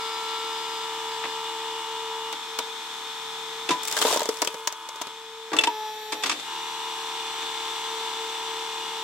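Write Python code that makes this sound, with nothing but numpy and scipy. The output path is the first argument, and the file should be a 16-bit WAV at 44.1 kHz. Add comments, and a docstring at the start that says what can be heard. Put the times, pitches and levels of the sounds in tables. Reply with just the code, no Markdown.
"""A hydraulic log splitter idles outdoors: its gear pump whines and rattles, its motor hums, its oil hisses.
An oil whistle fades and steel clanks. At 2.3 s the blade bumps onto a big log, which starts to crack.
From 3.7 s the blade forces the log open: the pump slows, fibres tear and the wood cracks apart.
At 5.5 s the ram that pushes the blade jerks back up, with clanks, sizzling oil and a clean, lower whine.
From 6.4 s the pump idles again, with one last knock."""
import sys
import numpy as np
from scipy import signal
from scipy.fft import rfft, irfft, next_fast_len
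from scipy.io import wavfile
from scipy.ndimage import uniform_filter1d, map_coordinates

SR = 44100
rng = np.random.default_rng(int(sys.argv[2]) if len(sys.argv) > 2 else 0)


def dump(signal):
    """Clip the signal to [-1, 1] and save it as 16-bit WAV at the path in sys.argv[1]."""
    limited = np.clip(np.atleast_2d(signal).T, -1, 1)
    pcm = np.round(limited * 32767).astype(np.int16)
    wavfile.write(sys.argv[1], SR, pcm)


N = 398223
TOP_HZ = 16000


def amp(db):
    """Turn decibels into a number to multiply by."""
    return 10 ** (np.asarray(db) / 20)


def unit(x):
    """Scale a sound to an average (rms) strength of 1."""
    return x / np.sqrt(np.mean(x ** 2) + 1e-20)


def along(points, hz):
    """Read between the rows of a (frequency, value) table, on a pitch scale."""
    f, values = np.transpose(points)
    return np.interp(np.log(hz + 1), np.log(f + 1), values)


def curves(rows):
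    """Join the rows of a timetable with straight lines: one curve per column after the time."""
    times, *columns = np.transpose(rows)
    return [np.interp(np.arange(N) / SR, times, column) for column in columns]


def wobble(rate):
    """A smooth curve through `rate` random points a second."""
    points = rng.standard_normal(int(N * rate / SR) + 4)
    coarse = np.arange(0, N, 64)
    return np.interp(np.arange(N), coarse, map_coordinates(points, [coarse * rate / SR]))


def filtered(x, response):
    """Multiply each frequency in a sound by response(hz)."""
    size = next_fast_len(N + SR // 2)
    return irfft(rfft(x, size) * response(np.fft.rfftfreq(size, 1 / SR)), size)[..., :N]


def coloured(x, colour, size=4096):
    """Give a sound a colour: a table of how strong its low and high frequencies are."""
    gains = amp(along(colour, np.fft.rfftfreq(size, 1 / SR)))
    cepstrum = irfft(np.log(np.maximum(gains, 1e-6)))
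    # folding this makes the filter ring after a hit, never before it
    cepstrum[1:size // 2] *= 2
    cepstrum[size // 2 + 1:] = 0
    impulse = irfft(np.exp(rfft(cepstrum)))
    return signal.oaconvolve(x, impulse[None] / np.linalg.norm(impulse), axes=1)[:, :N]


# how alike the two ears are: f/Hz, likeness (1 or more is the same, 0 or less is unrelated)
EAR_LIKENESS = [(60, 3), (130, 1.5), (290, 2.5), (640, 10), (1410, 0.5), (3100, 0.35), (6820, -0.25),
                (15000, -3.8)]
def spread(pair):
    """Two unrelated sounds become left and right: alike in the bass, apart in the treble."""
    angle = lambda hz: np.arccos(np.clip(along(EAR_LIKENESS, hz), 0, 1)) / 2
    mid, side = filtered(pair, lambda hz: np.array([np.cos(angle(hz)), np.sin(angle(hz))]))
    return np.array([mid + side, mid - side])


def rush(colour):
    """Steady stereo noise of strength 1."""
    return unit(spread(coloured(rng.standard_normal((2, N)), colour)))


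def add(track, start_s, sound):
    """Mix a sound into a track."""
    part = track[..., round(start_s * SR):][..., :sound.shape[-1]]
    part += sound[..., :part.shape[-1]]


def tone(phase, hz, waver_db, drift):
    """A wavering tone; higher ones flutter faster and differ more between the ears."""
    apart = rng.uniform(-1, 1) * min(hz / 12000, .6)
    start = rng.uniform(-np.pi, np.pi) * min(1, (hz / 1480) ** 2)
    phase = phase + drift * wobble(5 + hz * hz / 3e6) + start
    level = np.sqrt(2) * amp(waver_db * (.2 * wobble(2) + .8 * wobble(11 + hz / 200)))
    return level * np.sin((phase % (2 * np.pi) + np.array([[apart], [-apart]])).astype(np.float32))


# the oil valve's steps: start t/s, end t/s, position, whine's octave level/dB, rattle level/dB
VALVE_STEPS = [(-.2, 2.37, "ready", -39, -42.8), (2.38, 5.12, "down", -45.5, -48.5),
               (5.12, 5.92, "down", -49.5, -54.5), (5.56, 6.29, "up", -48, -74),
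               (6.44, 9.3, "rest", -40.5, -48)]
def valve_cycle(switch_s=0.094):
    """The valve glides between positions: each one's share over time, then the octave and rattle gains."""
    t = np.arange(N) / SR
    valve = {name: np.zeros(N) for name in ("ready", "down", "up", "rest")}
    octave, rattle = np.zeros((2, N))
    for start, end, position, octave_db, rattle_db in VALVE_STEPS:
        share = np.clip(.5 + np.minimum(t - start, end - t) / switch_s, 0, 1)
        valve[position] += share
        octave += amp(octave_db) * share
        rattle += amp(rattle_db) * share
    return valve, octave, rattle


# how often the gear teeth meet, less often under load: t/s, f/Hz
TOOTH_RATE = [(0, 448.1), (2.3, 448.1), (2.45, 448.9), (3.7, 448.9), (3.92, 439.6), (4.15, 437),
              (4.35, 447.5), (5.52, 449), (5.72, 432.8), (6.22, 432), (6.42, 448.3)]
TEETH, IDLE_HZ = 12, TOOTH_RATE[0][1]
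# the whine's lowest tone: t/s, level/dB
WHINE_LEVEL = [(0, -41.5), (1.2, -41.5), (1.79, -40), (1.85, -47), (1.9, -39), (2.3, -40.5), (2.39, -55),
               (2.47, -45), (2.66, -42), (2.85, -52), (3.6, -43.5), (4.1, -47), (4.4, -45.5), (4.62, -43),
               (4.75, -58), (5.4, -44.5), (5.7, -41.5), (5.9, -43.5), (6.2, -42.5), (6.42, -55), (6.7, -48),
               (7.2, -45), (7.32, -49), (7.5, -45), (7.86, -46), (7.93, -38.5), (8.15, -45), (8.2, -38.5),
               (8.43, -46), (8.5, -40), (8.7, -43), (9.03, -43.5)]
def pump_whine(tooth_phase, tooth_hz, octave_gain, harden_db_per_hz=0.51):
    """Meeting teeth make a tone and its octave (twice as high), which grows as load slows the pump."""
    lowest = amp(curves(WHINE_LEVEL)[0]) * tone(tooth_phase, IDLE_HZ, 1.0, 0.06)
    hardening = amp(harden_db_per_hz * (IDLE_HZ - tooth_hz))
    return lowest + octave_gain * hardening * tone(2 * tooth_phase, 2 * IDLE_HZ, 1.0, 0.067)


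# the whine's higher tones: multiple of the tooth rate -> level/dB for ready, down, up, rest
WHINE_OVERTONES = {3: (-7, -12, -10, -10), 4: (-14, -15, -9, -17), 5: (-15, -22, -15, -17),
                   6: (-23, -26, -12, -23), 8: (-22, -25, -11, -22), 9: (-17, -21, -7, -12.5),
                   10: (-21, -21, -15, -19), 11: (-22, -18, -28, -15), 12: (-10, -10, -26, -13),
                   13: (-22, -26, -10, -12), 14: (-19, -14, -26, -19), 15: (-21, -25, -29, -21),
                   17: (-16.5, -21, -30, -16.5)}
def pump_overtones(tooth_phase, valve):
    """The teeth also make higher tones, whose mix changes as the valve switches."""
    sound = np.zeros((2, N))
    for k, levels_db in WHINE_OVERTONES.items():
        level = sum(share * amp(db) for share, db in zip(valve.values(), levels_db))
        sound += level * tone(k * tooth_phase, k * IDLE_HZ, waver_db=1.6, drift=.0018 * k * k)
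    return sound


# the rattle's strong tones: multiple of the shaft's turning rate, level/dB for ready, down, rest
RATTLE_TONES = [(9, -15, -17, -10), (10, -29, -26, -12), (22, -12, -16, -6), (23, -25, -21, -10),
                (25, -13, -23, -12), (26, 1, 0, 5), (27, -19, -5, -9), (28, -8, -6, 1), (29, -17, -14, -14),
                (30, -24, -12, -13), (31, -9, -9, -9), (32, -8, -7, -5), (33, -18, -7, -10),
                (34, -10, -6, -5), (35, -23, -9, -28), (38, -17, -10, -12), (40, -20, -8, -17),
                (43, -14, -14, -7), (45, -23, -9, -15), (51, -16, -26, -13), (57, -21, -12, -8),
                (59, -20, -11, -15), (66, -21, -11, -17), (70, -18, -18, -12), (71, -21, -26, -8),
                (74, -19, -19, -13), (75, -21, -21, -12), (77, -3.5, -20, 1.5), (78, -13, -8, -7),
                (79, -19, -18, -11), (80, -15, -11, -13), (85, -16, -15, -11), (87, -15, -9, -11),
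                (89, -32, -26, -10), (90, -12, -8, -9), (92, -12, -7, -6), (95, -19, -7, -11),
                (97, -21, -24, -10), (101, -16, -20, -14), (114, -19, -15, -10)]
def gear_rattle(shaft_phase, valve):
    """The gears knock twice a turn, a little unevenly, so odd multiples come a quarter cycle late."""
    sound = np.zeros((2, N))
    for k, ready_db, down_db, rest_db in RATTLE_TONES:
        level = valve["ready"] * amp(ready_db) + valve["down"] * amp(down_db) + valve["rest"] * amp(rest_db)
        phase = k * shaft_phase - k % 2 * np.pi / 2
        sound += level * tone(phase, k * IDLE_HZ / TEETH, waver_db=1.7 + k / 100, drift=.14 + k / 500)
    return sound


# colour of the buzzing gears: f/Hz, level/dB
BUZZ_COLOUR = [(100, -24.5), (300, -13), (420, -25), (500, -23), (620, -37), (740, -10.5), (850, 16),
               (1200, -5), (1600, -7), (2700, -4), (3250, 1.5), (3520, 6), (4500, -15.5), (7600, -8.5),
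               (10000, -21), (15000, -22)]
def gear_buzz(shaft_phase, size=8192, count=400):
    """Each turn repeats the same tiny taps; the pattern shifts slowly as the gears wander."""
    multiples = np.arange(count)
    gains = amp(along(BUZZ_COLOUR, multiples * IDLE_HZ / TEETH) - multiples % 2)  # odd ones lose 1 dB
    # leave gaps for the whine and the rattle
    gains[::TEETH] = 0
    gains[[int(row[0]) for row in RATTLE_TONES]] = 0
    place = shaft_phase / (2 * np.pi) % 1 * size
    buzz = np.zeros((2, N))
    for _ in range(3):
        spectrum = rng.standard_normal((2, count)) + 1j * rng.standard_normal((2, count))
        one_turn = irfft(gains * spectrum, size)
        repeated = np.array([np.interp(place, np.arange(size), side) for side in one_turn])
        buzz += repeated * np.cos(wobble(0.668) + rng.uniform(0, np.pi))
    power = np.abs(uniform_filter1d(np.mean(buzz ** 2, 0), SR // 4))
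    return unit(spread(buzz / np.sqrt(power + 1e-20)))


# colours of the oil in the valve and of the pump's casing: f/Hz, level/dB
OIL_COLOUR = [(600, -82), (1500, -25), (2700, -23), (3150, -4), (3400, -3), (3620, 3), (3750, -12),
              (4200, -7), (7000, -52), (10000, -70)]
CASING_COLOUR = [(25, -59), (100, -24), (220, -12.5), (330, -5), (470, 1), (520, -6), (580, -14),
                 (650, -5.5), (770, -0.5), (950, 2.5), (1550, -1), (1780, 2.5), (2020, -7), (2230, 1.5),
                 (2600, -3.5), (3700, -1.5), (7800, -6.5), (10000, -18.5), (15500, -35)]
def oil_flow(shaft_phase, dip_hz=580, dip_width_hz=70, dip_db=-6):
    """Oil hisses in the valve and the casing gives off a rushing noise; both throb twice a turn."""
    hiss = amp(0.2 + 1.2 * wobble(25)) * rush(OIL_COLOUR)
    # the casing's noise dips between the whine and its octave
    dip = lambda hz: amp(dip_db * np.exp(-((hz - dip_hz) / dip_width_hz) ** 2))
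    casing = amp(0.7) * filtered(rush(CASING_COLOUR), dip)
    throb = 1 + 0.025 * np.cos(2 * shaft_phase)
    return throb * (hiss + casing)


# the fading whistle: t/s, level/dB at 9 times the tooth rate, level/dB at 11 times, hiss level/dB
WHISTLE_LEVELS = [(0, -46.5, -51, -48), (.45, -47.5, -52, -49), (.58, -54, -49, -51), (.83, -53, -50, -51),
                  (.92, -75, -75, -48), (1.4, -90, -90, -53), (1.5, -90, -90, -60), (1.75, -90, -90, -52),
                  (1.9, -90, -90, -68), (2.4, -100, -100, -90)]
# tones that fade with the ninth: multiple of the tooth rate, level/dB compared with the ninth
WHISTLE_PARTNERS = [(3, 3.5), (5, -6), (10, -7)]
# colour of the whistle's hiss: f/Hz, level/dB
WHISTLE_COLOUR = [(1200, -52), (1780, 0), (2000, -18), (2250, -8), (2700, -35), (3800, -40), (4200, -8),
                  (4750, -10), (4920, 0), (5080, -6), (5250, -40), (6000, -72)]
def oil_whistle(tooth_phase):
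    """Early on, the oil whistles on some of the pump's overtones, with a narrow hiss."""
    ninth_db, eleventh_db, hiss_db = curves(WHISTLE_LEVELS)
    whistle = amp(ninth_db) * tone(9 * tooth_phase, 9 * IDLE_HZ, 3, .7)
    whistle += amp(eleventh_db) * tone(11 * tooth_phase, 11 * IDLE_HZ, 3, 1.4)
    for k, db in WHISTLE_PARTNERS:
        whistle += amp(ninth_db + db) * tone(k * tooth_phase, k * IDLE_HZ, 2, .3)
    return whistle + amp(hiss_db + 2.9 * wobble(13.2)) * rush(WHISTLE_COLOUR)


# the motor's magnetic tones: f/Hz, level/dB
MOTOR_TONES = [(149, -75.5), (839.5, -55.5), (1919, -59.5), (2125, -64), (2477, -56), (3389, -55.5),
               (3456, -55), (3521, -56), (3589, -55), (3657, -54)]
def motor_hum(drive_db, follow=0.89):
    """Magnetism makes thin tones that swell and sink with the pump's noise, over a faint outdoor rumble."""
    t = np.arange(N) / SR
    hum = sum(amp(db) * tone(2 * np.pi * hz * t, hz, 2.9, 0.23) for hz, db in MOTOR_TONES)
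    rumble = amp(-75) * rush([(20, -5.0), (150, -2.0), (400, 0), (2000, -46)])
    return amp(follow * (drive_db - drive_db.mean())) * hum + rumble


def fade(t, db, fade_s, rise_s):
    """The loudness of something struck: it rises quickly, then drops 60 dB every fade_s."""
    return amp(db - 60 * t / fade_s) * (1 - np.exp(-t / rise_s))


def burst(db, fade_s, rise_s, spiky):
    """A dying cluster of tiny taps, in two unrelated versions."""
    t = np.arange(SR // 4) / SR
    noise = rng.standard_normal((2, len(t)))
    sizes = np.exp(spiky * np.repeat(rng.standard_normal(len(t)), 16)[:len(t)])
    shape = fade(t, 0, fade_s, rise_s)
    sound = noise * sizes * shape
    return amp(db) * sound * np.linalg.norm(shape) / np.sqrt(np.sum(sound ** 2) / 2)


# knocks of blade, ram and lever: t/s, steel level/dB, frame level/dB, chatter fade/s, contact f/Hz
KNOCKS = [(1.238, -18.5, -37, 0.051, 750), (1.251, -20, -47, 0.044, 650),
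          (2.326, -25.5, -43.5, 0.065, 1300), (3.689, -16, -24.5, 0.05, 3400),
          (3.705, -18.5, -39, 0.12, 3400), (5.516, -27, -28, 0.036, 900), (5.531, -20.5, -24, 0.06, 2300),
          (5.565, -17.5, -33, 0.043, 3800), (5.5869, -13.5, -27, 0.035, 3460),
          (5.609, -20.5, -40, 0.052, 2900), (5.6358, -11.5, -35, 0.05, 2600),
          (5.645, -24, -43, 0.039, 2650), (5.671, -17, -30, 0.034, 3130),
          (6.1213, -19.5, -35.5, 0.085, 2800), (6.224, -28, -44, 0.072, 2500),
          (6.235, -15, -32, 0.052, 3600), (6.258, -20.5, -35.5, 0.12, 3000), (6.294, -14, -40, 0.061, 2700),
          (6.312, -21, -39, 0.11, 2410), (6.396, -27.5, -49, 0.046, 3500), (7.423, -25, -45, 0.04, 1800)]
# notes the blade's arm rings at: f/Hz, level/dB, fade/s
ARM_NOTES = [(1924, -5, 0.044), (2670, -1.5, 0.045), (3010, -4, 0.03), (3477, 1, 0.025), (5450, -13, 0.027),
             (7220, 1, 0.028), (7970, 5, 0.028)]
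# frame, oil line and arm ring when the load jumps: t/s, f/Hz, level/dB, fade/s
JOLTS = [(3.705, 169, -30.5, 0.123), (3.704, 332, -11, 0.041), (3.708, 996, -13.5, 0.21),
         (5.533, 1170, -15.5, 0.065), (5.673, 945, -7.5, 0.067)]
# colours of the steel parts and of the frame: f/Hz, level/dB
STEEL_COLOUR = [(530, -21), (900, -2), (1220, -2.5), (1770, -6), (2600, -1), (3040, -7), (3510, -1),
                (3910, -6), (4680, -6), (8150, -10.5), (10000, -19.5), (14000, -28), (16000, -59)]
FRAME_COLOUR = [(25, -50), (70, -30), (140, -15), (210, -9.5), (300, 7.5), (400, 0), (560, -0.5), (800, -2),
                (1200, -4.5), (2000, -11), (4000, -35)]
def steel_clanks(rise_s=0.0021, hard_db=-14, clean_fade_s=0.048):
    """Steel parts chatter against each other, ring the arm, thud through the frame and jolt the oil line."""
    steel, frame, ring = np.zeros((3, 2, N))
    t = np.arange(SR // 3) / SR
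    for start, steel_db, frame_db, chatter_s, contact_hz in KNOCKS:
        soften = signal.butter(2, min(4 * contact_hz, TOP_HZ), fs=SR)
        add(steel, start, signal.lfilter(*soften, burst(steel_db, chatter_s, rise_s, spiky=0.047)))
        add(frame, start, burst(frame_db, 3.6 * chatter_s, rise_s, spiky=0.093))
        # only hard, clean blows ring the arm clearly, most of all near the contact's pitch
        ring_db = steel_db + 2 + min(0, steel_db - hard_db) - 19 * np.log2(chatter_s / clean_fade_s)
        for hz, db, fade_s in ARM_NOTES:
            note_db = ring_db + db - 15 * abs(np.log2(hz / contact_hz)) + rng.normal(0, 2.3)
            note = np.sin(2 * np.pi * hz * t + rng.normal(0, 1.0, (2, 1)))
            add(ring, start, fade(t, note_db, fade_s, rise_s) * note)
    for start, hz, db, fade_s in JOLTS:
        add(ring, start, fade(t, db, fade_s, rise_s=0.005) * np.sin(2 * np.pi * hz * t))
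    return spread(coloured(steel, STEEL_COLOUR) + coloured(frame, FRAME_COLOUR)) + ring


# how long the echo lasts: f/Hz, fade/s
ECHO_FADES = [(200, 0.18), (2000, 0.22), (10000, 0.049)]
def yard_echo(x):
    """A short, thin echo bounces off the ground and the machine."""
    hz, t, noise = signal.stft(rng.standard_normal((2, SR // 2)), SR, nperseg=256)
    tail = signal.istft(noise * amp(-60 * t / along(ECHO_FADES, hz)[:, None]), SR, nperseg=256)[1]
    delayed = np.pad(x, ((0, 0), (SR // 200, 0)))
    return signal.oaconvolve(delayed, tail / np.linalg.norm(tail[0]), axes=1)[:, :N]


# breaks in the wood: t/s, level/dB, depth/dB (extra level for the thud), sliver f/Hz, slab f/Hz
BREAKS = [(2.327, -35, -8, 5000, 1000), (2.588, -22.5, -2, 3403, 1410), (2.599, -42, 14.5, 3400, 480),
          (3.8331, -32, -15, 7500, 1000), (3.8523, -33, -22.5, 6430, 1000), (3.875, -30, -13, 7040, 1010),
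          (3.882, -29.5, -22, 8000, 1000), (3.898, -36, -12, 5500, 1000), (3.9128, -29, -14, 5200, 1000),
          (3.925, -26.5, -9, 5000, 895), (3.967, -22.5, -0.5, 1650, 1210), (3.9749, -26, 0, 1450, 1090),
          (3.987, -25, -8, 4800, 900), (4.015, -18.5, 2, 3200, 760), (4.0243, -20, -1, 3300, 1210),
          (4.0503, -27, 14, 3400, 620), (4.068, -25, 2, 3800, 1010), (4.081, -34.5, 9.5, 4000, 1010),
          (4.1116, -29, 6.5, 5500, 1000), (4.127, -28, 10, 5500, 705), (4.1454, -32, 8, 7000, 650),
          (4.1602, -29, 8.5, 6500, 596), (4.1715, -26.5, 5.5, 6000, 950), (4.1944, -28.5, -12, 4000, 900),
          (4.205, -29, 6, 7100, 945), (4.217, -29, 8.5, 3500, 600), (4.2308, -30, -7, 7500, 950),
          (4.2555, -30, 5.5, 7000, 646), (4.2894, -24.5, 6, 5470, 458), (4.3695, -38, -9, 6000, 700),
          (4.3879, -41, -9, 5500, 700), (4.4184, -20, -2, 5800, 730), (4.424, -24.5, 5, 2000, 480),
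          (4.4474, -29, -10, 5500, 700), (4.4734, -23, 1, 3000, 480), (4.5418, -33.5, 6.5, 1300, 520),
          (4.673, -20, -5, 6350, 1000), (4.7242, -33, -4, 6500, 800), (4.8883, -34.5, -4, 6500, 603),
          (4.9583, -40, 2, 7000, 560), (5.014, -30, 3.5, 3200, 706), (5.0184, -32.5, -13, 6300, 700),
          (5.0699, -36.5, 4, 4000, 555)]
# notes the log rings at: f/Hz, level/dB, fade/s
LOG_NOTES = [(307, -10, 0.056), (445, 0.5, 0.057), (604, -6.5, 0.047), (737, -11, 0.03), (952, 0, 0.048),
             (1265, -7, 0.038)]
# colours of a splinter, a snap and the log's body: f/Hz, level/dB
SPLINTER_COLOUR = [(250, -70), (1000, -41), (3000, -24), (5500, 2), (8000, 6), (10000, -7), (15000, -6)]
SNAP_COLOUR = [(90, -24), (530, -14), (900, -9.5), (1550, -5), (2790, -7.5), (3190, -5.5), (5040, -7.5),
               (7680, -9), (9770, -17.5), (13500, -19.5), (16000, -47)]
LOG_COLOUR = [(25, -54), (80, -32), (140, -17.5), (240, -7.5), (330, -2.5), (450, 2), (600, 0), (800, -1),
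              (940, 5.5), (1200, -3.5), (2500, -28), (5000, -45)]
def wood_cracks():
    """Wood splinters, a sliver snaps, a freed slab thuds and the log rings; deep cracks splinter less."""
    splinters, snaps, body = np.zeros((3, 2, N))
    ring = np.zeros(N)
    t = np.arange(SR // 4) / SR
    for start, crack_db, depth_db, sliver_hz, slab_hz in BREAKS:
        splinter_db = crack_db + 3 - 0.47 * depth_db
        add(splinters, start, burst(splinter_db, fade_s=0.0082, rise_s=0.000091, spiky=0.22))
        snap = burst(crack_db + 4.5, fade_s=0.032, rise_s=0.00083, spiky=0.34)
        sliver = signal.lfilter(*signal.iirpeak(sliver_hz, Q=4.5, fs=SR), snap)
        add(snaps, start, snap + amp(2) * sliver)
        body_db = crack_db + depth_db
        add(body[0], start, amp([body_db + 7.5]))  # one sharp push starts the thud
        add(body, start, burst(body_db - 1, fade_s=0.024, rise_s=0.00087, spiky=0.15))
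        slab = fade(t, body_db + 4, fade_s=0.021, rise_s=0.0011) * np.sin(2 * np.pi * slab_hz * t)
        add(ring, start, slab)
        for hz, db, fade_s in LOG_NOTES:
            # notes far from the slab's pitch ring less
            note_db = body_db + db - 5.5 * abs(np.log2(hz / slab_hz)) + rng.normal(0, 1.4)
            note = np.sin(2 * np.pi * hz * rng.normal(1, 0.0088) * t + rng.uniform(0, 2 * np.pi))
            add(ring, start, fade(t, note_db, fade_s, rise_s=0.0018) * note)
    breaking = coloured(splinters, SPLINTER_COLOUR) + coloured(snaps, SNAP_COLOUR)
    return spread(breaking + coloured(body, LOG_COLOUR)) + ring


def crackle(rate, scatter_db):
    """Random clicks of unequal size, about `rate` a second."""
    sizes = amp(scatter_db * np.minimum(rng.exponential(size=N), 3))
    clicks = rng.random(N) < rate / SR
    return unit(sizes * clicks * rng.standard_normal((2, N)))


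# the wood giving way: t/s, fibre level/dB, groan level/dB
TEAR_LEVELS = [(3.76, -90, -101), (3.83, -47, -65), (3.97, -33.5, -43), (4.04, -27.5, -42),
               (4.075, -27.5, -29), (4.14, -25, -35.5), (4.22, -45, -49), (4.35, -42.5, -54),
               (5.08, -57, -65), (5.14, -86, -90)]
# colour of the snapping fibres: f/Hz, level/dB
FIBRE_COLOUR = [(410, -41), (700, 1), (830, -24), (946, -3), (1420, -6), (2330, -5), (3370, -1), (4430, -3),
                (7790, -3), (16000, -17.5)]
def tearing_fibres():
    """The log groans as the blade sinks in; each thickness of fibre snaps in its own range of pitch."""
    fibre_db, groan_db = curves(TEAR_LEVELS)
    edges_hz = np.geomspace(700, TOP_HZ, 6)
    bands = [signal.butter(2, pair, "bandpass", fs=SR, output="sos") for pair in zip(edges_hz, edges_hz[1:])]
    snapping = sum(signal.sosfilt(band, crackle(3000, 1.8)) for band in bands)
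    bundles = amp(fibre_db + wobble(130))  # fibres let go in bundles
    fibres = bundles * unit(coloured(snapping, FIBRE_COLOUR))
    groan = amp(groan_db + 1.5) * coloured(crackle(500, 1.6), LOG_COLOUR)
    return spread(fibres + groan)


# colour of the sizzling oil: f/Hz, level/dB
SIZZLE_COLOUR = [(7000, -30), (10500, -8), (12200, 0), (13100, 4), (14400, -5), (16000, -14)]
def oil_sizzle(tooth_phase, valve):
    """While the ram goes up, the oil sizzles with a flickering hiss and very high pump overtones."""
    sheen = np.zeros((2, N))
    for k in range(25, 34):
        level = amp(-23 + along(SIZZLE_COLOUR, k * IDLE_HZ))
        sheen += level * tone(k * tooth_phase, k * IDLE_HZ, waver_db=3.5, drift=1.3)
    hiss = amp(-13 + 1.5 * wobble(30)) * rush(SIZZLE_COLOUR)
    return valve["up"] * (sheen + hiss)


# the running pump's noise, quietest with the blade deep in the log: t/s, level/dB
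DRIVE_LEVEL = [(0, -41.5), (.7, -41.5), (2.2, -43.5), (2.6, -43.5), (4.1, -42.5), (4.65, -54.5),
               (5.05, -48.5), (5.4, -50), (5.7, -46.5), (6.1, -45.5), (6.4, -42.5), (7.7, -40),
               (9.03, -41.5)]
def scene():
    """Wood and steel sound over the motor and the pump, whose sounds all follow one turning shaft."""
    tooth_hz, = curves(TOOTH_RATE)
    drive_db, = curves(DRIVE_LEVEL)
    valve, octave_gain, rattle_gain = valve_cycle()
    tooth_phase = 2 * np.pi * np.cumsum(tooth_hz) / SR
    shaft_phase = tooth_phase / TEETH
    pump = pump_whine(tooth_phase, tooth_hz, octave_gain)
    pump += amp(drive_db) * (pump_overtones(tooth_phase, valve) + oil_sizzle(tooth_phase, valve))
    pump += oil_whistle(tooth_phase) + rattle_gain * gear_rattle(shaft_phase, valve)
    # on the way up, the load presses the teeth together and calms the buzz
    buzz = (1 - 0.31 * valve["up"]) * amp(1.3) * gear_buzz(shaft_phase)
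    pump += amp(drive_db) * (buzz + oil_flow(shaft_phase))
    # the machine's low tones reach the right ear a moment earlier
    lag = lambda hz: np.pi * np.minimum(hz, 2000) * .00005
    machine = filtered(pump + motor_hum(drive_db), lambda hz: np.exp(1j * lag(hz) * np.array([[-1], [1]])))
    # the splitting sounds carry no deep bass
    bass_cut = signal.butter(2, 110, "highpass", fs=SR, output="sos")
    splitting = signal.sosfilt(bass_cut, steel_clanks() + wood_cracks() + tearing_fibres())
    return machine + splitting + amp(-15.5) * yard_echo(splitting)


# how much louder the left side is than the right: f/Hz, level/dB
LEFT_BOOST = [(60, 0.5), (130, 3.2), (290, 3), (640, 0.27), (1410, 2), (3100, 2.9), (6820, 0.054),
              (15000, 10.4)]
def record(dry):
    """The sound leans to the left, and everything above TOP_HZ is cut."""
    lean = lambda hz: amp(along(LEFT_BOOST, hz) * np.array([[.5], [-.5]]))
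    return filtered(dry, lambda hz: lean(hz) * (hz < TOP_HZ))


dry = scene()
out = record(dry)
dump(out)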